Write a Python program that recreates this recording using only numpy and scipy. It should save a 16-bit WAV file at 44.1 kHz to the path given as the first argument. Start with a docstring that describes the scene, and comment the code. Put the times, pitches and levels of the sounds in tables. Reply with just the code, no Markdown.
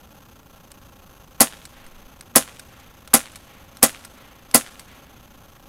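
"""Still outdoor air is heard first, with the faint chatter and whine of a camera. Then a trigger clicks and
a gas-powered BB pistol fires five shots in an open yard, an arm's length away. Each is a jet of gas that
cracks, sets barrel and steel ringing and overloads the microphone; sheds slap back and the edge of a wood
answers softly. The trigger springs back after every shot, and at the end a sleeve brushes once."""
import sys
import numpy as np
from scipy.fft import rfft, irfft, next_fast_len
from scipy.io import wavfile
from scipy.ndimage import uniform_filter1d, map_coordinates

SR = 44100
rng = np.random.default_rng(int(sys.argv[2]) if len(sys.argv) > 2 else 0)


def store_wav(level_fs):
    """Save 16-bit WAV to argv[1]."""
    pcm = np.round(np.clip(np.atleast_2d(level_fs), -1, 1) * 32767)
    wavfile.write(sys.argv[1], SR, pcm.T.astype(np.int16))


N = 250864

# the shots: firing t/s, trigger return t/s
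SHOT_TIMES = [(1.4056, 1.6522), (2.3583, 2.5944), (3.1385, 3.3572), (3.8285, 4.0482), (4.5448, 4.7945)]
# spectrum of escaping gas: f/Hz, relative level/dB
HISS_SPECTRUM = [(1470, -33.5), (2500, -11.5), (3550, -8.5), (4340, -6.5), (5780, -4), (6700, 1.5),
                 (7250, -0.5), (10400, 2), (14800, -12.5), (16000, -14)]


def amp(db):
    """Amplitude ratio of a level in decibels."""
    return 10 ** (np.asarray(db) / 20)


def unit(x):
    """Normalisation to rms 1."""
    return x / np.sqrt(np.mean(x ** 2) + 1e-20)


def coloured(x, spectrum):
    """Spectral shaping by (f/Hz, level/dB) points on a log frequency axis, at rms 1."""
    size = next_fast_len(len(x) + 4096)
    hz, db = np.transpose(spectrum)
    gain = amp(np.interp(np.log(np.fft.rfftfreq(size, 1 / SR) + 1), np.log(hz), db))
    return unit(irfft(rfft(x, size) * gain, size)[:len(x)])


def noise(spectrum, size):
    """Filtered Gaussian noise at rms 1."""
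    return coloured(rng.standard_normal(size), spectrum)


def wobble(t, rate):
    """Smooth random modulation: a spline through rate knots a second."""
    knots = (t - t[0]) * rate
    return map_coordinates(rng.standard_normal(int(knots[-1]) + 4), [knots])


def burst(t, attack, t60):
    """Exponential decay, 60 dB in t60 seconds, with a rise at t = 0."""
    t = np.maximum(t, 0)
    return (1 - np.exp(-t / attack)) * np.exp(-np.log(1000) * t / t60)


def spurt(t, rise, length):
    """A pulse envelope that rises at t = 0, holds and drops abruptly."""
    t = np.maximum(t, 0)
    return (1 - np.exp(-t / rise)) * np.exp(-(t / length) ** 4)


def ring(t, modes, attack, scatter_db):
    """Free vibration: damped modes of alternating sign, each at a slightly random strength."""
    sound = np.zeros(len(t))
    for k, (hz, db, t60) in enumerate(modes):
        strength = (-1) ** k * amp(db + scatter_db * rng.standard_normal())
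        sound += strength * burst(t, attack, t60) * np.sin(2 * np.pi * hz * t)
    return sound


def add(track, start_s, sound):
    """Superposition of a sound on the track."""
    start = round(start_s * SR)
    track[start:start + len(sound)] += sound[:N - start]


def still_air():
    """Ambient noise: stationary and broadband, strongest in the bass."""
    # outdoor air: f/Hz, relative level/dB
    air_spectrum = [(20, -11), (120, -3), (250, -3), (400, -12.5), (1000, -15), (2000, -22.5), (3300, -26),
                    (5000, -29), (8000, -30), (9500, -33), (11000, -31), (15000, -33.5), (16000, -36.5)]
    return amp(-52.5) * noise(air_spectrum, N)


def breeze(gust_s=1.92, half_width_s=.2, gust_edge_hz=33):
    """Pressure fluctuations of moving air: a drifting rumble and one soft gust on the microphone."""
    # moving air: f/Hz, relative level/dB
    rumble_spectrum = [(15, -0.5), (30, -0.5), (60, 2.5), (110, -4), (250, -26.5), (1000, -60.5)]
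    t = np.arange(N) / SR
    rumble = amp(-55 + .6 * wobble(t, rate=1)) * noise(rumble_spectrum, N)
    swell = np.exp(-np.square((t - gust_s) / half_width_s))
    gust = amp(-48) * swell * noise([(gust_edge_hz, 0), (10 * gust_edge_hz, -80)], N)
    return rumble + gust


def camera(step_hz=271, hunt_hz=28.28, roughness=.7):
    """A gated impulse train: the focus motor buzzes in short, uneven runs over an electronic whine."""
    # motor buzz: f/Hz, relative level/dB
    motor_spectrum = [(150, -25), (270, -2), (540, 4.5), (1400, 2), (2050, -12), (2500, -3.5), (3300, -4),
                      (4000, -9.5), (5600, -14), (6300, -2), (7200, -19), (9400, -19.5), (11600, -6.5),
                      (13400, -11), (16000, -31.5)]
    # electronic tone: f/Hz, rms level/dB
    whine_tones = [(14610, -67)]
    t = np.arange(N) / SR
    running = np.sin(2 * np.pi * hunt_hz * t) + .7 * wobble(t, rate=130) > -.15
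    gate = uniform_filter1d(1. * running, size=40)
    # the steps come slightly unevenly, which blurs the pitch
    step_count = np.floor(t * step_hz + .13 * wobble(t, rate=40))
    steps = np.diff(step_count, prepend=0) > 0
    buzz = coloured(unit(steps - steps.mean()) + roughness * rng.standard_normal(N), motor_spectrum)
    whine = sum(amp(db) * np.sqrt(2) * np.sin(2 * np.pi * hz * t) for hz, db in whine_tones)
    return amp(-51) * gate * buzz + whine


def sleeve(brush_s=5.563):
    """Friction noise: a sleeve brushes once as the pistol is lowered."""
    t = np.arange(N) / SR
    cloth = noise([(300, -9), (1500, 4), (4000, -3), (7000, -22)], N)
    return amp(-45) * burst(t - brush_s, .0016, .036) * cloth


def trigger():
    """Impact transients: the linkage snaps, short on the pull and looser on the way back."""
    # the trigger takes up: t/s, relative level/dB
    pulls = [(0.7168, -28), (1.8647, -35), (2.2089, -24), (2.7995, -36), (3.0754, -26), (3.3184, -35),
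             (3.7698, -28), (4.5126, -26)]
    # snap of the linkage: f/Hz, relative level/dB
    snap_spectrum = [(200, -19), (800, -6.5), (1500, 2), (3300, -5.5), (5000, 0), (6500, -6.5), (8500, 1),
                     (10500, -5.5), (13000, -8.5), (16000, -16)]
    track, t = np.zeros(N), np.arange(SR // 4) / SR
    for pull_s, db in pulls:
        add(track, pull_s, amp(db - 4.8) * burst(t, .00033, .018) * noise(snap_spectrum, len(t)))
    for _, return_s in SHOT_TIMES:
        add(track, return_s, amp(-30.5) * burst(t, .0008, .034) * noise(snap_spectrum, len(t)))
    return track


def yard(t, reflectors):
    """Reflection and scattering: hard slaps from walls, a diffuse wash from lawn and trees."""
    # returns from walls, lawn and the edge of the wood: f/Hz, relative level/dB
    wall_spectrum = [(200, -25), (800, -11), (1500, 0), (3500, -1.5), (5000, -12.5), (10000, -16),
                     (16000, -32)]
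    lawn_spectrum = [(150, -3), (700, 0.5), (3500, -2), (5000, -5.5), (10000, -6), (13000, -18),
                     (16000, -30)]
    tree_spectrum = [(150, -7.5), (500, 2), (2000, 4), (3500, 0), (5000, -10.5), (9000, -19),
                     (16000, -37.5)]
    # each wall returns one clean click, its edges a short smear
    clicks = sum(amp(db) * np.diff(1. * (t > delay), prepend=0) for delay, db in reflectors)
    smear_envelope = sum(amp(db) * burst(t - delay, .0001, .0092) for delay, db in reflectors)
    smear = amp(-18.5) * smear_envelope * rng.standard_normal(len(t))
    slaps = amp(-55.7) * coloured(clicks + smear, wall_spectrum)
    # the grass nearby throws back only the treble, a little later
    grass = amp(-30) * burst(t - .05, .0091, .14) * noise(HISS_SPECTRUM, len(t))
    lawn = amp(-40.8 + 2.5 * wobble(t, rate=250)) * burst(t, .04, 1.0) * noise(lawn_spectrum, len(t))
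    tree_envelope = amp(-51 + 1.2 * wobble(t, rate=31)) * burst(t - .32, .013, 2.0)
    trees = tree_envelope * noise(tree_spectrum, len(t))
    return slaps + grass + lawn + trees


def report(t):
    """Jet noise and resonance: the hammer knocks the valve open, gas cracks out and the gun rings."""
    # hammer blow, muzzle jet and slower push of gas: f/Hz, relative level/dB
    hammer_spectrum = [(150, -12), (600, -4), (1500, 0), (2800, -6), (4500, -13), (9000, -10.5),
                       (16000, -22)]
    jet_spectrum = [(1500, -39.5), (2800, -22.5), (4100, -19.5), (4700, -7.5), (6000, -13.5), (7500, -7.5),
                    (8800, -8), (10000, -1), (11400, -3.5), (13000, -9), (14500, -13), (16500, -27)]
    puff_spectrum = [(80, -30), (140, -14), (250, -14), (450, -2.5), (800, -5.5), (1350, -1), (1900, -5.5),
                     (2700, -6), (3800, -7.5), (5500, -27.5)]
    # the crack and its returns from shooter and ground: delay t/s, level/dB, length t/s
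    arrivals = [(.0002, 2.5, .0027), (.0046, -5.5, 0.0027), (.0094, 0.5, .0015), (.0136, -2.5, .0013)]
    # hollow modes of barrel and frame, bright modes of steel parts: f/Hz, relative level/dB, T60/s
    barrel_modes = [(149.7, -10, .13), (233.3, 5, .1), (277.7, -0.5, .115), (353, -8, 0.1),
                    (472, -1.5, .08), (525, -3, 0.12), (566, -3.5, .11), (657, -1, .11),
                    (752.6, -1.5, 0.087), (802.4, 0.5, 0.1), (886, -9, .08), (1044, -3.5, .1),
                    (1167, -6.5, 0.12), (1286, -5.5, .09), (1348, -4.5, 0.1), (1453, -10, .11),
                    (1652, -12.5, .09), (1766, -13.5, 0.14), (1896, -8.5, .08), (2000, -6, 0.11),
                    (2140, -15, 0.11), (2466, -9.5, .09)]
    steel_modes = [(4672, -1.5, 0.11), (5290, -2, 0.11), (5600, -5.5, .07), (6492, 2.5, .1),
                   (6660, -3.5, .1), (7526, -4, .07), (8200, 0, .08), (8630, 0.5, 0.11), (9300, -0.5, .07),
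                   (9560, 5, 0.064), (10178, 2, 0.1), (9750, 1, 0.082), (10738, 0.5, .07),
                   (11430, -1, 0.051), (11734, -1, 0.068)]
    hammer = amp(-14.3) * spurt(t + .0052, rise=.005, length=.0092) * noise(hammer_spectrum, len(t))
    crack_envelope = sum(amp(db) * spurt(t - delay, .00032, length) for delay, db, length in arrivals)
    crack = crack_envelope * noise(jet_spectrum, len(t))
    # the puff gives the pop its body; the rest of the gas hisses away unevenly
    puff = amp(-14.7) * burst(t, .0016, .122) * noise(puff_spectrum, len(t))
    sputter = unit(amp(2.2 * wobble(t, rate=870)))
    hiss = amp(-5.5) * burst(t - .005, .009, .098) * sputter * noise(HISS_SPECTRUM, len(t))
    barrel = amp(-14.8) * ring(t, barrel_modes, attack=.0036, scatter_db=1.3)
    steel = amp(-23) * ring(t, steel_modes, attack=.0011, scatter_db=2.5)
    return hammer + crack + puff + hiss + barrel + steel


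def pistol():
    """Direct sound plus echoes: the paths stay the same, so every shot has the same echo delays."""
    # clear slaps from sheds and machines: delay t/s, relative level/dB
    clear_echoes = [(.0549, -26.5), (.0667, -24), (.0753, -30), (.1002, -37), (.1194, -30), (.1292, -33.5),
                    (.136, -35.5), (.212, -38.5)]
    # smaller things scattered about the yard
    faint_echoes = [(delay, -43) for delay in rng.uniform(.14, .185, size=3)]
    lead_s = .01  # room for the hammer ahead of the crack
    track, t = np.zeros(N), np.arange(2 * SR) / SR - lead_s
    for fire_s, _ in SHOT_TIMES:
        add(track, fire_s - lead_s, report(t) + yard(t, clear_echoes + faint_echoes))
    return track


def scene():
    """Superposition of all sources in one channel."""
    return (still_air() + pistol() + trigger() + sleeve() + camera() + breeze())[None]


def record(dry):
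    """Saturation and band limiting: the microphone input overloads on the cracks and cuts the top."""
    top_hz, transition_hz = 15950, 600
    saturated = np.clip(dry, -1, 1)
    size = next_fast_len(N + SR // 2)
    passband = np.clip((top_hz - np.fft.rfftfreq(size, 1 / SR)) / transition_hz + .5, 0, 1)
    return irfft(rfft(saturated, size) * passband, size)[:, :N]


dry = scene()
out = record(dry)
store_wav(out)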